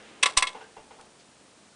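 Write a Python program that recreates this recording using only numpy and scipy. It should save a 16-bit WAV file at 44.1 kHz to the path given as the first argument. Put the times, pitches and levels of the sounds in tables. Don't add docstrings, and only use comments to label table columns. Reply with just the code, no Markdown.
import sys
import numpy as np
from scipy import signal
from scipy.fft import rfft, irfft
from scipy.io import wavfile

SR = 44100
rng = np.random.default_rng(int(sys.argv[2]) if len(sys.argv) > 2 else 0)


def store_wav(level_fs):
    pcm = np.round(np.clip(np.atleast_2d(level_fs), -1, 1) * 32767)
    wavfile.write(sys.argv[1], SR, pcm.T.astype(np.int16))


N = 77175

# (frequency [Hz], level [dB])
FLOOR_SPECTRUM = [(18, -53), (30, -18), (96, -8), (181, -4.5), (210, 0), (274, -1.5), (491, -5.5),
                  (541, -3), (626, -5), (1780, -10.5), (2060, -13), (2500, -12.5), (10000, -15),
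                  (13000, -98), (22000, -120)]
# (frequency [Hz], level [dB])
WASH_SPECTRUM = [(60, -15), (200, -0.5), (450, 3), (800, -4), (1500, -4.5), (3100, -5.5), (4500, -15.5),
                 (10000, -32)]
# (frequency [Hz], level [dB])
TAIL_SPECTRUM = [(100, 7), (250, 5.5), (450, 4), (800, 6.5), (1100, -3.5), (1600, -1.5), (2200, -8.5),
                 (3500, -9.5), (6000, -9.5), (10000, -8.5)]
# (frequency [Hz], t60 [s])
TAIL_DECAY = [(150, .6), (500, 0.61), (1200, .34), (3000, 0.29), (6000, 0.23), (10000, 0.13)]
# (frequency [Hz], level [dB])
BRUSH_SPECTRUM = [(300, -26), (1500, -7), (3000, -1), (4500, -1), (6000, -4), (10000, -27)]
# (time [s], level [dB], rise [s], tilt [dB/octave], most excited frequency [Hz], its lift [dB])
SETTLING_KNOCKS = [(0.5440, -39, 0.0075, -0.5, 925, 1), (0.6030, -46.5, 0.0093, 1.5, 1590, 16),
                   (0.7630, -43, 0.0086, -2, 2790, 2), (0.9010, -47, 0.011, 0, 910, -1.5),
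                   (0.9820, -48.5, 0.015, -1.5, 1320, 9)]
# (frequency [Hz], level [dB], t60 [s])
BASE_MODES = [(445, -3.5, 0.19), (497.7, -5.5, 0.15), (792, -3.5, 0.12), (868.4, -2, 0.19),
              (944, -0.5, 0.036), (1460, -11, 0.18), (2080, -13.5, .18), (2750, -12.5, 0.18)]
# (frequency [Hz], level [dB])
KNOCK_SPECTRUM = [(150, -17), (460, -5.5), (620, -3), (850, -0.5), (1200, -5.5), (1600, -11), (3000, -11.5),
                  (4500, -20), (10000, -34)]
# (time [s], level [dB])
CONTACT_TICKS = [(0.2405, -34.5), (0.2662, -25), (0.384, -20), (0.3898, -27), (0.4035, -35), (0.4087, -36),
                 (0.4408, -39), (0.451, -38.5), (0.4586, -48), (0.485, -55), (1.01, -48)]
# (time [s], level [dB], t60 [s], tilt [dB/octave])
SPRING_RATTLES = [(0.267, -32, 0.2, -2.5), (0.381, -29, 0.087, 0), (0.475, -42.5, 0.24, -2.5)]
# (frequency [Hz], level [dB])
PARTS_SPECTRUM = [(100, -34), (300, -12.5), (520, -8.5), (900, -6), (1100, -4), (1300, -6), (1700, -1.5),
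                  (2200, 1), (3500, 1), (5200, -1), (7000, -4.5), (8300, 1.5), (10000, -5.5)]
# (frequency [Hz], level [dB], t60 [s])
FRAME_MODES = [(542, -18, 0.13), (775.8, -14, 0.26), (1017.6, 3, 0.11), (1094.6, -1, 0.11), (1142, 0, 0.13),
               (1338.5, -9.5, 0.16), (1695, -6.5, 0.07), (1981, -8, 0.069), (2054, -4, 0.052),
               (2164, -2.5, 0.072), (2607, 1.5, 0.046), (2690, -7.5, 0.074), (2930, -7, 0.033),
               (3325, -5.5, 0.076), (3390, -2.5, 0.053), (3490, -4, 0.064), (3821, 3.5, 0.042),
               (4261, -4, 0.072), (4276, -4, 0.027), (4760, -9, 0.06), (5878, 3, 0.028), (7780, -11, 0.032),
               (8500, -12, 0.067), (8620, -10, 0.08), (9270, -5.5, 0.045)]
# (time [s], level [dB], rise [s], small parts' t60 at 2500 Hz [s], bass [dB], body [dB],
# clang [dB], treble [dB], most excited frequency [Hz], its lift [dB])
ARMATURE_BLOWS = [(0.2256, -15.5, 0.0082, 0.042, 0.5, -3.5, 0.5, -2, 2510, 7.5),
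                  (0.2560, -18, 0.0045, 0.042, 0, -1, -1.5, -5, 2014, 7.5),
                  (0.371, -16, 0.0029, 0.063, -6, -0.5, -3.5, 2.5, 3690, 4),
                  (0.4230, -18.5, 0.0026, 0.051, -3.5, 1, 3.5, -5, 2180, 7.5),
                  (0.4690, -26.5, 0.0023, 0.082, 0.5, -6.5, -4.5, -9.5, 2190, 9.5)]

CONTACT_S = 0.0022
EXCITED_WIDTH_HZ, TOP_HZ = 148, 10100
TIME, BIN_HZ = np.arange(N) / SR, np.fft.rfftfreq(N, 1 / SR)


def undb(db):
    return 10 ** (np.asarray(db) / 20)


def unit(x):
    return x / np.sqrt(np.mean(x ** 2))


def octaves(hz):
    return np.log2(np.maximum(BIN_HZ, 10) / hz)


def curve(points):
    hz, db = np.array(points, float).T
    return np.interp(octaves(0.98), np.log2(hz), db)


def bump(hz, width):
    return 1 / (1 + (2 * (BIN_HZ - hz) / width) ** 2)


def colour(x, db):
    return irfft(rfft(x) * undb(db), N)


def noise(db):
    return unit(colour(rng.standard_normal(N), db))


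def onset(start, rise):
    return np.sin(np.pi / 2 * np.clip((TIME - start) / rise, 0, 1)) ** 2


def strike(start, rise, t60, hold=0):
    return onset(start, rise) * undb(-60 * np.maximum(TIME - start - rise - hold, 0) / t60)


def fade(x, start, rise, t60_at, hold=0):
    out, spectrum = 0, rfft(x)
    octave = np.clip(octaves(160), 0, 6)
    for k in range(7):
        band = irfft(spectrum * np.maximum(1 - abs(octave - k), 0), N)
        out += band * strike(start, rise, t60_at(160 * 2 ** k), hold)
    return out


def ring(modes, start, rise, tone_db, detune=0.0019):
    out = 0
    for hz, db, t60 in modes:
        weight = undb(db + tone_db[int(hz * N / SR)])
        cycles = hz * (1 + detune * rng.standard_normal()) * (TIME - start) + rng.random()
        out += weight * np.sin(2 * np.pi * cycles) * strike(start, rise, t60, CONTACT_S)
    return out / np.sqrt(sum(undb(db) ** 2 / 2 for _, db, _ in modes))


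def background(wash_fall_db_per_s=19, wash_hold_s=0.089):
    wash_db = -51.5 - wash_fall_db_per_s * np.maximum(TIME - wash_hold_s, 0)
    return undb(-56.5) * noise(curve(FLOOR_SPECTRUM)) + undb(wash_db) * noise(curve(WASH_SPECTRUM))


def room(x):
    hz, t60 = np.array(TAIL_DECAY).T
    tail = fade(noise(curve(TAIL_SPECTRUM)), start=0, rise=0.013, t60_at=lambda f: np.interp(f, hz, t60))
    tail /= np.sqrt(np.sum(tail ** 2))
    return undb(-19) * signal.fftconvolve(x, tail)[:N]


def brush():
    return undb(-56.5) * strike(start=1.187, rise=0.014, t60=0.15) * noise(curve(BRUSH_SPECTRUM))


def knocks():
    out = 0
    for start, db, rise, tilt, excited_hz, lift in SETTLING_KNOCKS:
        tone = tilt * octaves(830) + lift * bump(excited_hz, EXCITED_WIDTH_HZ)
        rattle = colour(noise(curve(KNOCK_SPECTRUM)), tone) * strike(start, rise, t60=0.28)
        base = ring(BASE_MODES, start, rise, tone)
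        out += undb(db) * (undb(-1) * base + undb(-4.5) * rattle)
    return out


def small_parts(lift_db=5, rolloff_db_per_octave=80):
    resonances = np.max([bump(hz, width=98) for hz, _, _ in FRAME_MODES], axis=0)
    rolloff = rolloff_db_per_octave * np.maximum(octaves(TOP_HZ), 0)
    return curve(PARTS_SPECTRUM) + lift_db * resonances - rolloff


def ticks(latch_s=0.3675, latch_db=-28):
    events = CONTACT_TICKS + [(latch_s, latch_db)]
    envelope = sum(undb(db) * strike(start, rise=0.0022, t60=0.018) for start, db in events)
    return envelope * noise(small_parts())


def grains(per_s=650, decay_s=0.0022, scatter_db=5.5):
    hits = rng.random(N) < per_s / SR
    sizes = undb(scatter_db * np.clip(rng.standard_normal(N), -2, 2))
    power = signal.lfilter([1], [1, -np.exp(-2 / (SR * decay_s))], (hits * sizes) ** 2 + 1e-18)
    return unit(np.sqrt(power))


def rattles():
    out, spectrum = 0, small_parts()
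    for start, db, t60, tilt in SPRING_RATTLES:
        contacts = grains() * rng.standard_normal(N)
        chatter = unit(colour(contacts, spectrum + tilt * octaves(2000)))
        out += undb(db) * strike(start, rise=0.0022, t60=t60) * chatter
    return out


def thump(start=0.3715, fall_s=0.013, return_s=0.04):
    push = onset(start, rise=0.0043) * np.exp(-np.maximum(TIME - start, 0) / fall_s)
    return undb(-24.5) * signal.lfilter([1, -1], [1, -np.exp(-1 / (SR * return_s))], push)


def clacks(damping_exponent=0.3):
    out, spectrum = 0, small_parts()
    for start, db, rise, t60, bass, body, clang, treble, excited_hz, lift in ARMATURE_BLOWS:
        tone = curve([(600, bass), (1050, body), (2100, clang), (3300, 0), (7000, treble)])
        tone += lift * bump(excited_hz, EXCITED_WIDTH_HZ)
        cloud = colour(noise(spectrum), tone)
        parts = fade(cloud, start, rise, lambda hz: t60 * (2500 / hz) ** damping_exponent, CONTACT_S)
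        frame = ring(FRAME_MODES, start, rise, tone)
        out += undb(db) * (undb(1.5) * parts + undb(-1) * frame)
    return out


def scene():
    selector = clacks() + rattles() + ticks() + brush() + knocks()
    return (selector + room(selector) + thump() + background())[None, :]


def record(dry):
    lowpass = signal.ellip(8, 0.2, 56, TOP_HZ, fs=SR, output="sos")
    return signal.sosfilt(lowpass, np.tanh(dry))


dry = scene()
out = record(dry)
store_wav(out)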